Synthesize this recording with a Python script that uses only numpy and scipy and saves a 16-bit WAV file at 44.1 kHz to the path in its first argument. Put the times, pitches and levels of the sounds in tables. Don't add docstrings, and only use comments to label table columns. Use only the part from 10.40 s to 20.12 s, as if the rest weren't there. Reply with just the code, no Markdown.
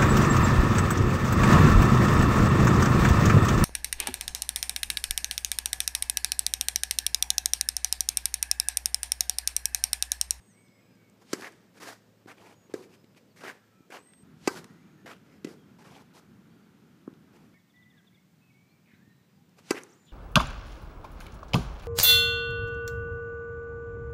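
import sys
import numpy as np
from scipy import signal
from scipy.fft import rfft, irfft
from scipy.io import wavfile
from scipy.ndimage import uniform_filter1d

SR = 44100
rng = np.random.default_rng(int(sys.argv[2]) if len(sys.argv) > 2 else 0)


def file_out(sig):
    cols = np.atleast_2d(sig).T
    lim = np.clip(cols, -1, 1)
    pcm = np.round(lim * 32767).astype(np.int16)
    wavfile.write(sys.argv[1], SR, pcm)


def ratio_of_db(decibels):
    return 10 ** (np.asarray(decibels, float) / 20)


N = 428652

# contact t/s, air thump level/dB, thump f/Hz, loudest string ring f/Hz, felt crack level/dB
SERVE_BLOWS = [
    (4.0742, -18.5, 340, 830, -12),
    (9.3066, -19, 350, 880, -12),
]
KICK_BLOWS = [
    (0.9311, -24.5, 326, 1330, -13.5),
]
RETURN_BLOWS = [
    (2.3384, -26.5, 375, 1600, -29),
    (5.0454, -29, 298, 2000, -29.5),
    (5.0703, -37.5, 369, 1950, -43),
]
BOUNCE_BLOWS = [
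    (6.6761, -33.5, 290, 1110, -61.5),
]
# t/s, peak level/dB
SUCTION_SNAPS = [
    (.9313, -19),
    (4.0743, -21),
    (5.0458, -29),
    (9.3068, -21),
    (5.0718, -40),
]
# f/Hz, level/dB, t60/s
SERVE_MODES = [(560, -6, .02), (790, 1, 0.021), (950, -6, .022), (1260, -3, 0.04), (1560, -5, 0.09),
               (2000, -2, 0.053), (2300, -3, 0.039), (2600, 0, 0.035), (4600, -2, .03)]
KICK_MODES = [(560, 1.5, 0.031), (1065, -4, 0.032), (1297, -8, 0.037), (1630, -2, 0.044), (2630, -8, .03),
              (3970, -8, .02)]
RETURN_MODES = [(527, 6, 0.018), (800, -6, .03), (1050, -6, .03), (1300, -1, .03), (1620, -6, 0.036),
                (2000, -5, .05), (2660, -5, .03), (3780, -1, 0.022)]
BOUNCE_MODES = [(796, 0, .02), (1070, -5, .03), (1280, 2, .02), (1600, 0, .015)]
# f/Hz, level/dB per Hz
CRACK_SPECTRUM = [(1760, -20), (3000, -6), (3610, -16), (4590, -3), (7900, -7.5), (10500, -17),
                  (13200, -18), (15500, -26)]
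# f/Hz, t60/s
COURT_DECAY = [(150, 0.71), (400, 0.6), (1500, 0.86), (4000, 1), (12000, 0.46)]
# contact t/s, level/dB at contact, rise/(dB/s)
RACKET_SWINGS = [
    (0.928, -51, 262),
    (4.074, -50, 258),
    (9.306, -50, 260),
]
# t/s, peak level/dB, thud f/Hz
SOLE_LANDINGS = [(0.996, -36.5, 380), (1.402, -50, 284), (1.859, -37.5, 297), (2.296, -42.5, 387),
                 (2.641, -44.5, 277), (3.405, -43, 251), (3.501, -40.5, 394), (3.832, -41.5, 174),
                 (4.153, -34, 275), (4.649, -37.5, 240), (5.562, -64, 210), (6.728, -39.5, 221.2),
                 (6.914, -49, 219.7), (8.535, -46, 181), (8.676, -47, 193), (9.344, -30, 410)]
# t/s, peak level/dB
GRIT_TICKS = [(0.5544, -54), (0.698, -48), (1.122, -46), (1.402, -45), (2.96, -55), (3.5032, -45),
              (3.8287, -57), (4.243, -36), (7.092, -56), (9.0937, -51), (9.435, -29.5)]
# t/s, peak level/dB
DULL_KNOCKS = [(0.2844, -51), (1.1782, -63), (1.859, -47), (2.644, -47), (2.748, -48), (2.7678, -45),
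               (2.964, -48), (3.7356, -39.5), (4.2435, -33), (4.661, -46), (6.7383, -49), (9.635, -52)]
# start t/s, hardest t/s, end t/s, scrape level/dB, rubber ring f/Hz
LOOSE_SKIDS = [(.965, 1.0, 1.033, -51.5, 1500), (2.961, 2.99, 3.02, -57, 1900),
               (1.42, 1.485, 1.5315, -46, 1760), (1.399, 1.412, 1.43, -49, 1500),
               (2.35, 2.36, 2.412, -58, 1080), (2.42, 2.43, 2.45, -63, 2100),
               (4.103, 4.112, 4.145, -48, 930), (4.156, 4.175, 4.19, -45.5, 1500),
               (5.078, 5.086, 5.14, -58.5, 1480), (5.736, 5.762, 5.796, -57.5, 890)]
PILE_BITES = [(1.02, 1.045, 1.077, -40.5, 1800), (3.005, 3.04, 3.05, -49, 1500),
              (3.035, 3.085, 3.116, -41.5, 1750), (1.872, 1.9, 1.925, -48, 1550),
              (2.296, 2.314, 2.325, -58, 900), (3.503, 3.525, 3.55, -48, 1500),
              (3.52, 3.565, 3.588, -48, 1000), (4.658, 4.664, 4.68, -47, 2000),
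              (4.675, 4.712, 4.735, -46, 1430), (9.345, 9.375, 9.386, -40.5, 2100)]
PRESSED_DRAGS = [
    (0.799, 0.825, 0.83, -62, 1260),
    (1.33, 1.39, 1.38, -59.5, 1620),
    (2.49, 2.54, 2.553, -60.5, 2490),
    (2.757, 2.774, 2.785, -57.5, 2500),
    (9.165, 9.188, 9.2, -60, 1000),
]
STEP_SHUFFLES = [(1.97, 2.05, 2.074, -58.5, 870), (2.06, 2.11, 2.14, -58.5, 870),
                 (5.385, 5.425, 5.43, -57, 850), (5.44, 5.46, 5.52, -56.5, 850),
                 (5.51, 5.575, 5.62, -56, 905), (6.93, 6.962, 6.99, -63, 900), (7.03, 7.08, 7, -71, 1100),
                 (4.86, 4.94, 4.98, -67.5, 1800)]
# f/Hz, level/dB per Hz
GRIT_SPECTRUM = [(1760, -36), (3000, -8.5), (3790, -4), (4820, -2), (5230, -3), (12300, -13.5),
                 (14700, -16.5), (15500, -18)]
# start t/s, length t/s, start f/Hz, end f/Hz, level/dB
HIGH_WHISTLES = [(0, 0.27, 8130, 8220, -72.5), (.273, .227, 7970, 7750, -81.5), (0, 0.12, 6600, 6750, -79),
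                 (0.09, 0.069, 6640, 5500, -73), (.2, .1, 6800, 5650, -82), (0.252, .31, 5090, 5030, -79),
                 (2.15, .137, 6720, 6697, -77), (2.51, 0.12, 5090, 5080, -80), (2.65, .1, 5050, 5030, -84),
                 (2.9, .032, 4800, 4100, -76), (3.584, 0.14, 7900, 8473, -67.5),
                 (3.654, 0.18, 8400, 8290, -65), (4.267, 0.42, 6600, 6520, -85),
                 (4.85, 0.14, 5020, 5020, -87), (6.1, .15, 4600, 4571, -86), (8.285, 0.05, 3950, 4500, -78),
                 (8.53, 0.037, 3430, 4170, -76), (8.67, .2, 3950, 3900, -85.5),
                 (8.889, .11, 4890, 4840, -86), (9.407, 0.023, 6350, 5300, -66),
                 (9.481, 0.036, 4602, 8000, -69), (9.563, 0.15, 7100, 7000, -75)]
FAR_NOTES = [(.078, 0.092, 1690, 2190, -73.5), (0.163, 0.25, 2240, 2130, -71.5),
             (0.379, 0.16, 2477, 2380, -76), (0.57, .136, 2270, 2180, -70.5), (.42, .27, 1667, 1480, -78),
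             (3.21, 0.26, 1330, 1300, -73), (3.16, .045, 1850, 1600, -72), (4.2, 0.0394, 1350, 1300, -72),
             (3.301, 0.16, 2420, 2395, -78.5), (3.655, 0.072, 1900, 2040, -70),
             (4.266, 0.15, 1800, 2080, -71), (4.4, 0.13, 2210, 2450, -74), (4.557, 0.082, 1740, 1770, -70),
             (4.87, 0.07, 1900, 2250, -76), (5.177, 0.067, 3310, 3150, -70)]
NEAR_NOTES = [(7.137, 0.036, 2190, 2200, -66), (7.165, .018, 2180, 1900, -64),
              (7.14, 0.052, 1780, 1850, -69.5), (7.336, 0.19, 1950, 1990, -67.5),
              (7.52, 0.13, 2000, 1990, -79), (7.516, 0.03, 1926, 1740, -70), (7.54, 0.017, 1750, 1950, -72),
              (7.561, .052, 1720, 1500, -70.5), (7.62, .06, 1650, 1600, -78),
              (7.722, .02, 1950, 2330, -72.5), (7.74, .016, 2330, 2200, -73),
              (7.768, 0.028, 1980, 2250, -67.5), (8.011, 0.06, 2560, 2570, -70.5),
              (8.066, .048, 2560, 2520, -74), (8.098, 0.028, 2240, 2245, -72),
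              (8.136, 0.11, 2186, 2270, -71), (8.24, .13, 2300, 2345, -76.5),
              (8.585, .06, 1520, 1820, -70.5), (8.64, .095, 1816, 1830, -72), (8.97, 0.057, 792, 790, -73)]
BURRED_NOTES = [(0.35, 0.2, 2000, 2710, -78), (8.452, 0.096, 2403, 2330, -71.5),
                (8.47, 0.097, 2050, 2000, -71), (8.504, 0.062, 1800, 1550, -72),
                (9.663, 0.051, 3850, 3450, -64.5), (9.668, 0.056, 3500, 2770, -65),
                (9.623, 0.0148, 8600, 6601, -68), (9.65, .02, 9000, 5700, -69)]
SWOOP_NOTES = [
    (9.514, .028, 8900, 5540, -68),
    (9.544, .022, 8750, 6500, -72),
    (9.595, 0.033, 8600, 7000, -78),
]
# t/s, peak level/dB
FALLING_CHIPS = [(7.1995, -67), (7.3058, -63), (7.3662, -61), (7.431, -59), (7.5093, -59), (7.5837, -57.5),
                 (7.677, -55), (7.7523, -58.5)]
CHANGES_S = (3.83, 7.143)
# f/Hz, level/dB per Hz
AIR_SPECTRA = [
    [(24, -58), (40, -16), (87, -8), (146, -0.5), (192, 4.5), (316, -6.5), (533, -10), (702, -17),
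     (1720, -22), (8060, -27.5), (9840, -35.5), (15400, -27)],
    [(24, -46), (40, -18), (129, -3), (178, 2), (316, -8.5), (561, -23.5), (1130, -26), (1370, -22),
     (1760, -27.5), (6940, -36), (10300, -41.5), (15400, -37)],
    [(24, -55), (40, -32), (96, -7), (183, 0.5), (266, -10), (324, -13), (561, -23), (3540, -29.5),
     (7670, -33.5), (10100, -39.5), (14300, -34.5), (15400, -26)],
]
# t/s, rumble level/dB
TRAFFIC_SWELLS = [
    [(0.0, -64.5), (1.14, -63.5), (1.65, -67), (2.43, -63.5), (3.28, -67.5), (3.83, -64.5)],
    [(3.83, -59), (4.03, -54), (4.7, -59.5), (5.47, -58.5), (6.96, -59), (7.14, -59)],
    [(7.14, -68), (7.43, -62.5), (7.55, -65), (8.12, -65), (8.87, -59.5), (9.72, -63)],
]


def rms_one(x):
    return x / np.sqrt(np.mean(x ** 2) + 1e-20)


def at_hz(points, hz):
    points = np.array(points)
    return np.interp(np.log(np.maximum(hz, 1)), np.log(points[:, 0]), points[:, 1])


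def coloured(x, spectrum):
    hz = np.fft.rfftfreq(len(x), 1 / SR)
    return rms_one(irfft(rfft(x) * ratio_of_db(at_hz(spectrum, hz)), len(x)))


def band(x, low_hz, high_hz):
    edges_hz = [low_hz, min(high_hz, SR / 2.3)]
    return signal.sosfilt(signal.butter(2, edges_hz, "band", fs=SR, output="sos"), x)


def drift(rate_hz):
    knots_hz = 60
    knots = rng.standard_normal(int(N / SR * knots_hz))
    r = np.exp(-2 * np.pi * rate_hz / knots_hz)
    slow = rms_one(signal.lfilter([1], [1, -2 * r, r * r], knots))
    return np.interp(np.arange(N) / SR * knots_hz, np.arange(len(slow)), slow)


def flutter(length, size):
    return rms_one(uniform_filter1d(rng.standard_normal(length), size=size))


def add(out, s, x):
    i = round(s * SR)
    out[i:i + len(x)] += x[:N - i]


def swelling(t, hz, peak_s, sharp):
    envelope = (t / peak_s * np.exp(1 - t / peak_s)) ** sharp
    return envelope * np.sin(2 * np.pi * hz * t)


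def court_tail():
    t, tail = np.arange(int(.6 * SR)) / SR, 0
    edges_hz = 100 * 2 ** np.arange(0, 7.5, .5)
    for low_hz, high_hz in zip(edges_hz, edges_hz[1:]):
        noise = band(rng.standard_normal(len(t)), low_hz, high_hz)
        tail = tail + noise * ratio_of_db(-60 * t / at_hz(COURT_DECAY, low_hz))
    tail = tail * np.clip((t - .006) / 0.0038, 0, 1)
    return tail / np.sqrt(np.sum(tail ** 2))


def air_thump(t, level_db, hz):
    late = np.maximum(t - .0011, 0)
    sag, sag_s = .07, .002
    bent = late + sag * sag_s * (1 - np.exp(-late / sag_s))
    return ratio_of_db(level_db + 6.5) * band(swelling(bent, hz, peak_s=0.0021, sharp=1.6), 100, 1600)


def felt_crack(t, touch, level_db):
    squash = ratio_of_db(.12 * (level_db + 12)) * np.exp(-((t - .0035) / 0.0033) ** 2)
    squash = squash + 0.34 * np.exp(-t / 0.017)
    burst = np.clip(t / 0.00041, 0, 1) * (touch + squash)
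    felt = rfft(burst * rng.standard_normal(len(t)))
    felt = irfft(felt / uniform_filter1d(np.abs(felt), size=40), len(t))
    return ratio_of_db(level_db - 18.5) * np.sqrt(np.mean(burst ** 2)) * coloured(felt, CRACK_SPECTRUM)


def string_ring(t, touch, modes, level_db, ring_hz, rattle_db):
    out = np.zeros(len(t))
    for (hz, mode_db, t60_s), phase in zip(modes, rng.standard_normal(len(modes))):
        near_db = 9 * np.exp(-(np.log2(hz / ring_hz) / 0.31) ** 2)
        decay = ratio_of_db(level_db - 5 + mode_db + near_db - 60 * t / t60_s)
        out += decay * (1 - np.exp(-t / 0.0015)) * np.sin(2 * np.pi * hz * t + 3 * phase)
    rattle = band(rng.standard_normal(len(t)), .85 * ring_hz, 1.7 * ring_hz)
    rattle = rms_one(band(rattle, .85 * ring_hz, 1.9 * ring_hz))
    shake = 1.7 * touch + np.clip(t / 0.0026, 0, 1) * np.exp(-t / 0.011)
    return out + ratio_of_db(level_db + rattle_db) * shake * rattle


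def court_answer(out, s, thump, thump_db, ring_db, ring_hz, crack_db, echo_db, boom_db):
    tail = court_tail()
    add(out, s, ratio_of_db(echo_db) * signal.fftconvolve(thump, tail))
    ring = band(band(tail, 720, 1700), 0.12 * ring_hz, 2.0 * ring_hz)
    add(out, s, ratio_of_db(echo_db + ring_db + 32) * ring)
    boom = band(band(tail, 350, 550), 350, 550)
    add(out, s, ratio_of_db(echo_db + thump_db + boom_db + 38) * boom)
    add(out, s, ratio_of_db(echo_db + crack_db + 7.0) * band(tail, 2400, 12000))


def blows():
    out, t = np.zeros(N), np.arange(int(.08 * SR)) / SR
    touch = 2.1 * np.exp(-t / 0.00086)
    # blows, modes, ring/dB over thump, rattle/dB, court echo/dB, windbreak boom/dB
    kinds = ((SERVE_BLOWS, SERVE_MODES, -0.1, -8, -18, -15),
             (KICK_BLOWS, KICK_MODES, -1, -11.5, -16, -5),
             (RETURN_BLOWS, RETURN_MODES, -10.5, -11, -14, 0),
             (BOUNCE_BLOWS, BOUNCE_MODES, -11.5, -22, -19, -12))
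    for rows, modes, ring_over_db, rattle_db, echo_db, boom_db in kinds:
        for s, thump_db, thump_hz, ring_hz, crack_db in rows:
            ring_db = thump_db + ring_over_db
            thump = air_thump(t, thump_db, thump_hz)
            pop = thump + felt_crack(t, touch, crack_db)
            pop = pop + string_ring(t, touch, modes, ring_db, ring_hz, rattle_db)
            add(out, s, pop)
            add(out, s + .0082, ratio_of_db(-17) * band(pop, 400, 2800))
            court_answer(out, s, thump, thump_db, ring_db, ring_hz, crack_db, echo_db, boom_db)
    lead_s, width_s = .0005, .00007
    pulse = band(np.exp(-((t - lead_s) / width_s) ** 2), 1300, 9000)
    for s, peak_db in SUCTION_SNAPS:
        add(out, s - lead_s, -ratio_of_db(peak_db + 2.5) * pulse)
    return out


def swings():
    t, level = np.arange(N) / SR, 0
    for s, top_db, rise_db_per_s in RACKET_SWINGS:
        level = level + ratio_of_db(top_db - rise_db_per_s * np.abs(s - t)) * (t < s + .01)
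    return level * rms_one(band(rng.standard_normal(N), 260, 5950))


def feet():
    out, t = np.zeros(N), np.arange(int(.04 * SR)) / SR
    for s, peak_db, hz in SOLE_LANDINGS:
        add(out, s, ratio_of_db(peak_db - 1) * swelling(t, hz, peak_s=0.002, sharp=1.8))
    for rows, low_hz, high_hz in ((GRIT_TICKS, 4840, 10500), (DULL_KNOCKS, 1000, 3900)):
        for s, peak_db in rows:
            snap = band(rng.standard_normal(len(t)) * np.exp(-t / 0.0015), low_hz, high_hz)
            add(out, s, ratio_of_db(peak_db - 5.5) * snap / np.abs(snap).max())
    return out


def rubber_rings(grains, pitches_hz):
    dealt, rings = rng.integers(0, len(pitches_hz), N), []
    for k, hz in enumerate(pitches_hz):
        r, w = ratio_of_db(-60 * hz / (14.0 * SR)), 2 * np.pi * hz / SR
        struck = grains * (dealt == k) + 1e-18
        ringing = signal.lfilter([0, np.sin(w)], [1, -2 * r * np.cos(w), r * r], struck)
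        rings.append(rms_one(band(ringing, hz / 2, hz * 2)) * ratio_of_db(3.5 * drift(15)))
    return np.array(rings)


def slides():
    t, out = np.arange(N) / SR, np.zeros(N)
    sizes = ratio_of_db(3 * np.minimum(rng.exponential(1, N), 4))
    grains = sizes * rng.choice([-1, 1], N) * (rng.random(N) < 6000 / SR)
    pitches_hz = np.geomspace(680, 3200, 16)
    rings = rubber_rings(grains, pitches_hz)
    pitches_hz = pitches_hz[:, None]
    tread_db = 5 * np.exp(-(np.log2(pitches_hz / 2300) / 0.056) ** 2)
    hiss = coloured(grains + 1.04 * rng.standard_normal(N), GRIT_SPECTRUM)
    body = rms_one(band(grains, 252, 560))
    judder_db = 2.5 * np.tanh(drift(27))
    lift_db, stop_s, stop_db = 5, 0.0093, 10
    settle_s, settle_db = 0.061, 15.5
    falls_db = np.cumsum([lift_db, stop_db, settle_db])
    # slides, rise to hardest/dB, grit hiss/dB
    kinds = ((LOOSE_SKIDS, 7.4, 1.45), (PILE_BITES, 6, -5.5), (PRESSED_DRAGS, 19, 0.15), (STEP_SHUFFLES, 6, -4))
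    for rows, rise_db, grit_db in kinds:
        for *s, top_db, ring_hz in rows:
            s = [*np.sort(s), max(s) + stop_s, max(s) + stop_s + settle_s]
            near = slice(round(s[0] * SR), round(s[-1] * SR))
            edge = np.minimum((t[near] - s[0]) / 0.0012, (s[-1] - t[near]) / 0.0076)
            edge = np.clip(edge, 0, 1)
            octaves = np.log2(pitches_hz / ring_hz)
            share = ratio_of_db(10 * np.exp(-(octaves / .22) ** 2) + tread_db)
            scrape = np.sum(share * rings[:, near], axis=0) / np.sqrt(np.sum(share ** 2, axis=0))
            scrape = scrape / np.sqrt(uniform_filter1d(scrape ** 2, size=900))
            press_db = np.interp(t[near], s, top_db - np.array([rise_db, 0, *falls_db])) + judder_db[near]
            hiss_level = ratio_of_db(-59.5 + grit_db + 0.89 * (press_db + 55))
            body_level = ratio_of_db(-58.5 + 0.64 * (press_db + 55))
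            out[near] += edge * (ratio_of_db(press_db) * scrape + hiss_level * hiss[near] + body_level * body[near])
    return out + ratio_of_db(-23.0) * signal.fftconvolve(out, court_tail())[:N]


def whistle(start, end, hz0, hz1, hz2, level_db, rasp_hz, fade_s=0.0077):
    u = np.linspace(0, 1, max(int((end - start) * SR), 9))
    hz = hz0 * (1 - u) * (1 - 2 * u) + 4 * hz1 * u * (1 - u) + hz2 * u * (2 * u - 1)
    hz = hz + rasp_hz * flutter(len(u), 150)
    fade = np.clip(np.minimum(u, 1 - u) * (end - start) / fade_s, 0, 1)
    return np.sqrt(2) * ratio_of_db(level_db) * fade * np.sin(2 * np.pi * np.cumsum(hz) / SR)


def glide(start, length, from_hz, to_hz, level_db, arch):
    return start, start + length, from_hz, (from_hz + to_hz) / 2 * (1 + arch), to_hz, level_db


def birds():
    song, chips = np.zeros(N), np.zeros(N)
    whistle_arch, song_arch = 0.0037, 0.0116
    for rows, arch in ((HIGH_WHISTLES, whistle_arch), (NEAR_NOTES, song_arch)):
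        for note in rows:
            add(song, note[0], whistle(*glide(*note, arch), rasp_hz=18))
    for s, length, top_hz, low_hz, level_db in SWOOP_NOTES:
        swoop = whistle(s, s + length, top_hz, low_hz, top_hz, level_db, rasp_hz=60.0, fade_s=0.0015)
        add(song, s, swoop)
    for note in FAR_NOTES:
        tone = whistle(*glide(*note, song_arch), rasp_hz=36.0)
        add(song, note[0], tone * (0.79 + 0.23 * flutter(len(tone), 400)))
    for note in BURRED_NOTES:
        tone = whistle(*glide(*note, arch=0), rasp_hz=37.3)
        add(song, note[0], tone * flutter(len(tone), 110))
    for s, peak_db in FALLING_CHIPS:
        chip = glide(0, 0.027, 3850, 3150, peak_db - 10.5, arch=0)
        add(chips, s - .012, whistle(*chip, rasp_hz=33))
    song = song * ratio_of_db(3 * np.tanh(drift(22)))
    far = band(ratio_of_db(-9) * song + ratio_of_db(-15) * chips, 600, 4200)
    return song + chips + signal.fftconvolve(far, court_tail())[:N]


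def hum():
    t = np.arange(N) / SR
    tone = np.sin(2 * np.pi * np.cumsum(109.3 * (1 + 0.0044 * drift(1.5))) / SR)
    level_db = -64 - 1.5 * t + 2.5 * drift(6.4)
    return ratio_of_db(level_db) * np.clip((3.38 - t) / .03, 0, 1) * tone


def air():
    t, out = np.arange(N) / SR, np.zeros(N)
    ends = [0, *CHANGES_S, N / SR]
    drones_db = (2.5, 2.5, 1)
    hz = np.fft.rfftfreq(N, 1 / SR)
    low_share = 1 / (1 + (hz / 330) ** 4)
    drone_share = (1 - low_share) / (1 + (hz / 3000) ** 4)
    shares = (low_share, drone_share, 1 - low_share - drone_share)
    for spectrum, rows, drone_db, start, end in zip(AIR_SPECTRA, TRAFFIC_SWELLS, drones_db, ends, ends[1:]):
        s, rumble_db = np.transpose(rows)
        roar = rfft(coloured(rng.standard_normal(N), spectrum))
        rumble, drone, hiss = (irfft(roar * share, N) for share in shares)
        mean = ratio_of_db(np.mean(rumble_db)) / rumble.std()
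        swell_db = np.interp(t, s, rumble_db - np.mean(rumble_db))
        mix = ratio_of_db(swell_db + 2.0 * drift(8.7)) * rumble
        mix = mix + ratio_of_db(drone_db + 0.21 * swell_db + 1.006 * drift(13)) * drone
        mix = mix + ratio_of_db(-1.04) * hiss
        out += mean * mix * ((t >= start) & (t < end))
    return out


def scene():
    return (blows() + swings() + feet() + slides() + birds() + hum() + air())[None, :]


def top_cut(x):
    return signal.sosfilt(signal.butter(12, 16280, fs=SR, output="sos"), x)


def record(dry):
    heard = signal.sosfilt(signal.butter(2, 75.5, "high", fs=SR, output="sos"), dry)
    heard = signal.sosfilt(signal.cheby2(12, 45, 15650, fs=SR, output="sos"), heard)
    return top_cut(heard)


dry = scene()
out = record(dry)
file_out(out)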